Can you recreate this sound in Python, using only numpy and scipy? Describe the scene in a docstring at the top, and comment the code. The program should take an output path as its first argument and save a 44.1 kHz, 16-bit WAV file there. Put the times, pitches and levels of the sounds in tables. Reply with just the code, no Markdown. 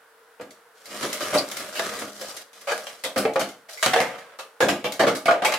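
"""Far traffic hums under a faint hiss of leaves; then a wooden pole knocks and scrapes on a boarded-up window.
Blows are chattering bursts of noise filtered by the planks' resonances, with the echo of wall and empty room.
Scraping is a hail of stick-slip releases through the same planks; dry fibres snap as short bright cracks.
A loose panel slides down and bounces on the ground with resonances of its own; nails and hard edges ring
as clusters of decaying sines."""
import sys
import numpy as np
from scipy import signal
from scipy.fft import rfft, irfft, next_fast_len
from scipy.io import wavfile
from scipy.ndimage import uniform_filter1d, map_coordinates

SR = 44100
rng = np.random.default_rng(int(sys.argv[2]) if len(sys.argv) > 2 else 0)


def bounce(signal):
    """Save signal as a 16-bit WAV file at the path given by the first command-line argument."""
    frames = np.transpose(np.atleast_2d(signal))
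    limited = np.clip(frames, -1, 1)
    pcm = np.round(limited * 32767).astype(np.int16)
    wavfile.write(sys.argv[1], SR, pcm)


N = 246078
RING = 24576  # longest ring of one blow, samples
WINDOW = round(.035 * SR)  # opening stretch over which a ring's level is set, samples

# Resonances of the planks in their frame. Each row: centre in Hz, width in Hz,
# height in dB relative to the dense modes around it.
PLANK_MODES = [(138.3, 1.6, 5), (204.6, 10.5, 18), (277, 31, 16.5), (343, 33, 9.5), (528.5, 120, 16.5),
               (581, 66, 5), (621.7, 13.5, 20.5), (692, 13.5, 15), (768, 19, 12), (843, 9.1, 12),
               (1190, 50, 5), (1260, 27, -6), (1650, 31, 2), (3080, 18, -1)]
# Borders between the thud, knock, clack and splinter registers, in Hz.
REGISTER_EDGES_HZ = [350, 1000, 3500]


def amp(db):
    """Level: decibels to linear gain."""
    return 10 ** (np.asarray(db) / 20)


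def rms(x):
    """Effective value: root mean square."""
    return np.sqrt(np.mean(x ** 2) + 1e-20)


def along(points, hz):
    """Interpolation of (Hz, value) points on a logarithmic frequency axis."""
    f, v = np.transpose(points)
    return np.interp(np.log(hz + 1), np.log(f + 1), v)


def add(track, s, sound):
    """Superposition: mix a sound into the track at s seconds."""
    part = track[:, max(round(s * SR), 0):][:, :sound.shape[-1]]
    part += sound[..., :part.shape[-1]]


def wobble(rate):
    """Slow fluctuation: random knots, rate of them a second, joined by straight lines."""
    knots = rng.standard_normal(int(N * rate / SR) + 4)
    return map_coordinates(knots, [np.arange(N) * rate / SR], order=1)


def causal(gain):
    """Minimum phase: folding the cepstrum gives the causal response that has this gain."""
    cepstrum = irfft(np.log(np.maximum(gain, 1e-6)))
    half = cepstrum.shape[-1] // 2
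    fold = np.r_[1, np.full(half - 1, 2), 1, np.zeros(half - 1)]
    return np.exp(rfft(cepstrum * fold))


def width_of(size):
    """Spatial coherence: long waves reach both channels alike, short ones do not."""
    # Each row: frequency in Hz, side level minus mid level in dB.
    spread = [(100, -56), (250, -21), (550, -13), (1000, -7.5), (2000, -5.5), (4000, -2), (8000, -1.5),
              (13000, -4.5)]
    return amp(along(spread, np.fft.rfftfreq(size, 1 / SR)))


def stereo(pair, width):
    """Mid and side: left and right spectra are sum and difference of two unrelated signals."""
    mid, side = rfft(pair)
    return np.array([mid + width * side, mid - width * side])


def outdoors(db):
    """Broadband ambience: noise shaped into a far traffic drone and a faint hiss of leaves."""
    # Each row: frequency in Hz, relative spectral density in dB.
    air_colour = [(24, -80), (40, -47), (220, -36), (412, -27.5), (444, -8.5), (479, -12), (542, -22.5),
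                  (1340, -19.5), (1480, -17.5), (1590, -20), (2260, -30), (6650, -40), (10400, -37.5),
                  (16000, -44)]
    hz = np.fft.rfftfreq(N, 1 / SR)
    spectrum = stereo(rng.standard_normal((2, N)), width_of(size=N))
    air = irfft(spectrum * amp(along(air_colour, hz)), N)
    return amp(db + 0.24 * wobble(10.0)) * air / rms(air)


def pings():
    """Modal ringing: a nail or hard edge sounds a tight cluster of decaying sines."""
    # Each row: start in seconds, centre in Hz, width in Hz (two standard deviations of the cluster),
    # starting level in dB, decay by 60 dB in seconds.
    nails = [(1.376, 4350, 500, -21.5, 0.096), (1.384, 4680, 446, -19.5, 0.12),
             (2.713, 1657, 49.3, -26, 0.21), (3.04, 2020, 150, -28, 0.091), (3.048, 3510, 296, -31, 0.22),
             (3.775, 2100, 122.5, -37.5, 0.27), (4.688, 8000, 80, -42, .28), (5.282, 1357, 260, -14, 0.24)]
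    out, t = np.zeros((2, N)), np.arange(RING) / SR
    for s, hz, width_hz, db, t60 in nails:
        cluster = hz + .5 * width_hz * rng.standard_normal((12, 1))
        phases = rng.random((2, 12, 1))
        ring = np.sin(2 * np.pi * (cluster * t + phases)).sum(1)
        add(out, s, amp(db - 60 * t / t60) * ring / rms(ring[:, :WINDOW]))
    return out


def registers(modes, size):
    """Modal resonance: a wooden body's response split into thud, knock, clack and splinter."""
    # The crowd of fine wood modes. Each row: frequency in Hz, relative gain in dB.
    fine_modes = [(30, -35.5), (75, -19.5), (130, -9), (250, -9), (700, 4.5), (950, 1.5), (1400, 3.5),
                  (2200, 3), (3500, -5), (6000, -9.5), (10000, -16.5), (13000, -20.5), (15800, -30.5)]
    hz = np.fft.rfftfreq(size, 1 / SR)
    peaks = sum(amp(db) ** 2 / (1 + (2 * (hz - centre) / width) ** 2) for centre, width, db in modes)
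    # share of the power below each edge; neighbouring shares differ by one register
    below = [0 * hz] + [1 / (1 + (hz / edge) ** 12) for edge in REGISTER_EDGES_HZ] + [0 * hz + 1]
    shares = np.abs(np.diff(below, axis=0))
    return causal(amp(along(fine_modes, hz)) * np.sqrt((1 + peaks) * shares))


def grain_of_wood(size, depth_db, width_hz):
    """Modal excitation: a new spot picks its own set of modes, most markedly the high ones."""
    knots = rng.standard_normal(size)
    hz = np.fft.rfftfreq(size, 1 / SR)
    place = 4000 / width_hz * np.log1p(hz / 4000)  # knots lie farther apart towards the treble
    ripple = map_coordinates(knots, [place], order=1)
    return causal(amp(depth_db * np.minimum(hz / 2000, 1.2) * ripple))


def shifting(x, depth_db):
    """Moving contact: the rubbing point wanders, so resonances come and go."""
    z = signal.stft(x, nperseg=1024)[2]
    field = rng.standard_normal(z.shape[1:])
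    field = uniform_filter1d(uniform_filter1d(field, size=4, axis=0), size=6, axis=1)
    return signal.istft(z * amp(depth_db * field / rms(field)), nperseg=1024)[1][:, :x.shape[-1]]


def rubbing():
    """Friction: a light touch mostly hisses, more force brings out the wood; gains of judder, rasp, grit."""
    # Strokes of the pole: the long prying, a dry scrape, a light brush.
    # Each row of a stroke: time in seconds, force in dB.
    pole_strokes = [
        [(0.75, -67), (0.85, -55), (0.91, -41.5), (1.04, -29.5), (1.12, -34.5), (1.19, -37.5), (1.24, -28),
         (1.46, -42.5), (1.58, -38.5), (1.72, -42), (1.85, -33), (1.97, -35), (2.07, -39.5), (2.13, -51.5)],
        [(2.12, -58.5), (2.18, -48.5), (2.31, -43.5), (2.37, -52), (2.43, -52)],
        [(2.54, -54), (2.66, -53.5), (2.75, -42.5), (2.9, -45), (3.04, -58)],
    ]
    # The panel sliding down, the panel settling, the pole's last push.
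    # Each row of a stroke: time in seconds, force in dB.
    slides = [
        [(3.69, -56), (3.752, -52.5), (3.83, -49.5)],
        [(4.08, -47), (4.17, -44.5), (4.38, -54)],
        [(5.46, -24), (5.498, -25), (5.57, -24.5)],
    ]
    # The surface under each stroke, then each slide.
    # Each row: judder, rasp and grit in dB over the force, at the usual force.
    surfaces = [(-14, -1.5, -2), (-8, 1.5, 3), (-13.5, -2, -1.5), (-34, 0, 7), (-22, 0.5, -16.5),
                (-25, -9, -19)]
    # Growth of judder, rasp and grit, in dB per dB of force above the usual.
    growth = [1.24, 0.95, 0.76]
    usual_db = -45
    t, gains = np.arange(N) / SR, np.zeros((3, N))
    for stroke, surface_db in zip([*pole_strokes, *slides], surfaces):
        s, force_db = np.transpose(stroke)
        over_db = np.interp(t, s, force_db) - usual_db
        level_db = usual_db + np.array(surface_db)[:, None] + np.outer(growth, over_db)
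        gains += amp(level_db) * (t > s[0]) * (t < s[-1])
    return gains


def scraping(spiky, snaps_per_s, snap_db):
    """Stick-slip: a hail of tiny releases on rough boards rings the planks, and dry fibres snap."""
    # Rubbing drives the wood more evenly than a blow does. Each row: frequency in Hz, gain in dB.
    rub_colour = [(60, 8), (110, 1), (170, -0.5), (290, -2), (500, -0.5), (850, -4.5), (1180, 2),
                  (2300, -1.5), (5500, 4), (11000, 7)]
    size = 2 * next_fast_len(N // 2 + RING)
    # releases hold for 20 samples each
    releases = np.repeat(np.minimum(rng.standard_normal(size // 20 + 1), 2.3), 20)[:size]
    slips = shifting(rng.standard_normal((2, size)) * np.exp(spiky * releases), depth_db=2.2)
    # sparse snaps, each a burst that dies within a few milliseconds
    starts = (rng.random(size) < snaps_per_s / SR) * rng.uniform(.3, 1, size)
    bursts = signal.lfilter([1], [1, -np.exp(-1 / (.002 * SR))], starts)
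    snaps = bursts * rng.standard_normal((2, size))
    crackle = slips / rms(slips) + amp(snap_db) * snaps / rms(snaps)
    # direct sound plus a diffuse tail that falls 60 dB in 0.3 s
    tail = rng.standard_normal(RING) * amp(-60 * np.arange(RING) / SR / .3)
    echo = 1 + .5 * rfft(tail / np.linalg.norm(tail), size)
    path = echo * amp(along(rub_colour, np.fft.rfftfreq(size, 1 / SR)))
    thud, knock, clack, splinter = registers(PLANK_MODES, size=size)
    # judder, rasp and grit
    layers = [(slips, thud), (slips, knock + 2.4 * clack), (crackle, splinter)]
    pressure_db = 1.3 * wobble(60)
    out, width = np.zeros((2, N)), width_of(size=size)
    for (drive, body), level in zip(layers, rubbing()):
        sound = irfft(stereo(drive, width) * body * path)[:, :N]
        out += uniform_filter1d(level, size=600) * amp(pressure_db) * sound / rms(sound)
    return out


def blows(table, modes, note_db, note_t60, clack_db, clack_q, spiky, linger, modal_db, rise, strike):
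    """Impact excitation: a short chatter of contacts rings the wood, then the building echoes."""
    # How thud, knock, clack and splinter die away. Each row: trim in dB, decay of the wood by 60 dB
    # in seconds, echo level in dB, decay of the echo by 60 dB in seconds before scaling by linger.
    fades = [(-9.5, 0.35, -2, 0.45), (-5.5, 0.36, -17, 0.26), (-3, 0.072, 2.5, 0.36), (-2, 0.2, -4.5, 0.43)]
    out, t = np.zeros((2, N)), np.arange(RING) / SR
    hz = np.fft.rfftfreq(RING, 1 / SR)
    octaves = np.log2(np.maximum(hz / REGISTER_EDGES_HZ[-1], 1))
    body, width = registers(modes, size=RING), width_of(size=RING)
    echoes = [amp(echo_db - 60 * t / (echo_t60 * linger)) for _, _, echo_db, echo_t60 in fades]
    falls = [amp(-60 * t / t60) for _, t60, _, _ in fades]
    early, note_fade = np.exp(-t / 0.01), amp(-60 * t / note_t60)
    for s, *levels_db, note_hz, clack_hz, chatter in table:
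        # contacts and first reflections come in clumps, the late echo is smooth
        clumps = np.repeat(np.clip(rng.standard_normal(RING // 48), -2, 2), 48)
        contacts = rng.standard_normal((2, RING)) * np.exp(spiky * clumps * early)
        # a glancing blow chatters longer and builds up more slowly than a square one
        hold = int(np.clip(chatter, .001, .05) * SR)
        swell = 1 - np.exp(-t * SR / (rise * hold))
        # and the squarer it lands, the harder its first crack
        crack = strike * np.exp(-t / 0.0039) / np.sqrt(1 + (hold / SR / 0.0086) ** 2)
        # the stiffness of the contact lifts one broad band of the clack
        damping = 1j * hz * clack_hz / clack_q
        stiffness = 1 + amp(clack_db) * damping / (clack_hz ** 2 - hz ** 2 + damping)
        spot = grain_of_wood(RING, depth_db=modal_db, width_hz=60)
        # a blow that splinters more than it clacks is also brighter at the very top
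        slope_db = 0.34 * np.clip(levels_db[3] - levels_db[2] + 11, -10, 10)
        colours = [1, 1, stiffness, amp(slope_db * octaves)]
        for k, db in enumerate(levels_db):
            wood = np.r_[np.ones(hold), falls[k][:RING - hold]]
            force = crack + swell * np.hypot(wood, echoes[k])
            ring = irfft(stereo(contacts * force, width) * body[k] * spot * colours[k])
            if k == 1:  # the struck wood's main bending note sits in the knock register
                note = swell * note_fade * np.sin(2 * np.pi * note_hz * t)
                ring += amp(note_db) * note * rms(ring.mean(0)[:WINDOW]) / rms(note[:WINDOW])
            add(out, s - .001, amp(db + fades[k][0]) * ring / rms(ring.mean(0)[:WINDOW]))
    return out


def struck(table):
    """Contact hardness: a hard blow trades knock for clack and splinter, a heavy one shakes the boarding."""
    # Knock, clack and splinter. 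Each row: dB over the blow's strength, dB gained per dB of hardness.
    blow_colour = [(-1, -0.37), (-5, 0.41), (-13, 1)]
    rows = []
    for s, db, hard_db, weight_db, *contact in table:
        upper_db = [db + trim_db + share * hard_db for trim_db, share in blow_colour]
        rows.append((s, db + weight_db, *upper_db, *contact))
    return rows


def fibre_snaps():
    """Brittle fracture: each dry fibre gives a short, bright crack that barely moves the plank."""
    # Each row: time in seconds, nominal level in dB, length of the tear in seconds.
    tears = [(0.507, -50.5, .005), (0.857, -44.5, 0.0072), (1.129, -30.5, 0.011), (1.515, -34.5, 0.0026),
             (1.569, -34, .01), (1.992, -41, 0.0094), (2.213, -37.5, 0.015), (2.367, -38, .003),
             (2.532, -52, .002), (2.613, -49, 0.0025), (3.038, -31, 0.016), (3.336, -45, 0.0061),
             (3.489, -45, 0.0098), (4.922, -34, 0.0013)]
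    # Thud, knock, clack and splinter of every snap, in dB over its nominal level.
    colour_db = [-12, -9, -6, -1]
    note_hz, clack_hz = 560, 2100
    cracks = [(s, *(db + np.array(colour_db)), note_hz, clack_hz, tear) for s, db, tear in tears]
    return blows(cracks, PLANK_MODES, note_db=2, note_t60=0.48, clack_db=9, clack_q=12, spiky=0.33,
                 linger=0.92, modal_db=3.0, rise=0.1, strike=1.4)


def panel_bounces():
    """Repeated impact: the dropped panel rings in its own modes at each bounce on the ground."""
    # Each row: time in seconds, nominal strength in dB, hardness in dB, weight of the thud in dB,
    # note of the panel in Hz, centre of the clack in Hz, chatter in seconds.
    bounces = [(3.828, -18.5, 7.5, -24, 641, 1200, 0.009), (3.862, -19.5, 6, -4, 750, 1240, 0.0029),
               (3.934, -15.5, -2, -17, 738, 1650, .0055), (3.96, -15.5, -7, -44, 466, 1750, 0.018),
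               (3.982, -22.5, -6, -14, 773, 2140, 0.0041), (4.002, -20, 1, -6, 510, 2070, 0.011),
               (4.183, -40.5, 1.5, -16, 750, 1670, 0.013)]
    # Each row: centre in Hz, width in Hz, height in dB relative to the dense modes around it.
    panel_modes = [(199, 84, 5), (257, 29, 6), (473, 4.5, 16.5), (537, 13, 12.5), (640, 23, 9),
                   (734, 4.6, 16), (880, 4.4, 5.5), (1490, 6.3, 4), (1600, 27, -1.5), (1860, 47, -3),
                   (2100, 45, 0), (2870, 46, -15)]
    return blows(struck(bounces), panel_modes, note_db=0, note_t60=0.24, clack_db=1.5, clack_q=6.0,
                 spiky=0.8, linger=1.12, modal_db=2.5, rise=0.11, strike=1.2)


def window_knocks():
    """Impact on a plate: pole and planks strike each other and the boarding rings in its modes."""
    # Each row: time in seconds, nominal strength in dB, hardness in dB, weight of the thud in dB,
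    # note of the plank in Hz, centre of the clack in Hz, chatter in seconds.
    knocks = [(0.398, -37.5, -15, -6, 490, 1320, 0.0081), (0.411, -40, 1.5, 1, 528, 1720, 0.011),
              (1.031, -29.5, 5, 3, 575, 1250, 0.014), (1.208, -28.5, 4.5, -29, 593, 1310, 0.011),
              (1.326, -24, -6, -1.5, 604, 1490, 0.02), (1.342, -21.5, 5, 0.5, 601.5, 1230, 0.023),
              (1.357, -23, -21, -29, 592, 1200, 0.0053), (1.384, -31, 10.5, -23, 740, 1130, .0024),
              (1.604, -36.5, 7.5, 1, 632, 1245, 0.0083), (1.751, -31.5, 8.5, -28, 607, 2900, 0.035),
              (1.795, -22.5, 1.5, -13, 669, 1740, 0.0043), (1.915, -33, 0, -18, 485, 1220, 0.022),
              (2.018, -33.5, 3, 2.5, 478, 1230, 0.0085), (2.213, -34.5, -8, -30, 525, 1700, 0.026),
              (2.672, -22.5, -2, -45, 568, 1270, 0.049), (2.719, -24.5, 0, -19, 466, 1560, 0.0059),
              (2.779, -44, 14, -12, 452, 1690, 0.0037), (2.869, -35.5, 5.5, -40, 567, 3070, .008),
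              (3.045, -27.5, -3, -12, 521.5, 3360, 0.018), (3.161, -21, -4, 0, 529, 1290, .013),
              (3.178, -27.5, 11.5, -4, 518, 1400, 0.013), (3.226, -29.5, -8, -12, 507, 1160, .003),
              (3.252, -18.5, -13.5, -8, 446, 2250, 0.0068), (3.359, -17.5, -10, -14, 533, 1320, 0.004),
              (3.396, -29.5, 10.5, 0.5, 598, 1370, 0.018), (3.413, -26, 0.5, 0.5, 654, 3080, 0.0032),
              (3.688, -42.5, 5, -40, 663, 1890, 0.015), (4.389, -34, 5, -21, 530, 1170, 0.017),
              (4.605, -15.5, -2.5, -13, 502.5, 1600, 0.0084), (4.62, -17, -3, -2, 541, 1620, 0.022),
              (4.685, -19, 3, 0.5, 695, 3320, 0.016), (4.843, -22, -1.5, -6, 492, 3380, .024),
              (4.995, -13.5, -3, -5, 655, 1720, 0.02), (5.035, -19.5, -8, -4, 560, 1520, 0.0059),
              (5.068, -16, -3, -5, 465, 1310, 0.022), (5.15, -38, 16, -14, 560, 1300, 0.019),
              (5.257, -20.5, -0.5, -8, 692, 2220, 0.016), (5.282, -14, -12, -13, 675, 1480, 0.013),
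              (5.31, -16, -9, -32, 686, 1540, 0.014), (5.421, -21.5, -7.5, -9, 725, 1250, 0.01),
              (5.438, -26, -4, -10, 710, 1400, .008), (5.449, -15.5, 2.5, -22, 860, 2320, 0.016),
              (5.522, -24.5, 3.5, -21, 712, 2100, 0.0055), (5.539, -23.5, 5, -31, 870, 2760, 0.0061)]
    return blows(struck(knocks), PLANK_MODES, note_db=3.5, note_t60=0.2, clack_db=5.0, clack_q=8.2,
                 spiky=0.35, linger=0.9, modal_db=3.0, rise=0.18, strike=2.25)


def scene():
    """Superposition: knocks, snaps, the falling panel, scraping and pings over the outdoor hum."""
    wood = window_knocks() + fibre_snaps() + panel_bounces()
    rub = scraping(spiky=0.52, snaps_per_s=43, snap_db=-9)
    return wood + rub + pings() + outdoors(db=-55.0)


def record(dry):
    """Saturation and band limit: peaks are rounded off, the channels differ a little in colour."""
    # Each row: frequency in Hz, left level minus right level in dB.
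    channel_lean = [(200, -0.5), (500, 0.5), (1000, -0.3), (2000, -1.5), (4000, 0), (8000, 2), (13000, 1.5)]
    top_hz = 15900  # nothing is kept above
    size = next_fast_len(N + RING)
    hz = np.fft.rfftfreq(size, 1 / SR)
    lean = amp(np.outer([.5, -.5], along(channel_lean, hz)))
    rounded = dry / (1 + (dry / .68) ** 6) ** (1 / 6)
    return irfft(rfft(rounded, size) * lean * (hz < top_hz), size)[:, :N]


dry = scene()
out = record(dry)
bounce(out)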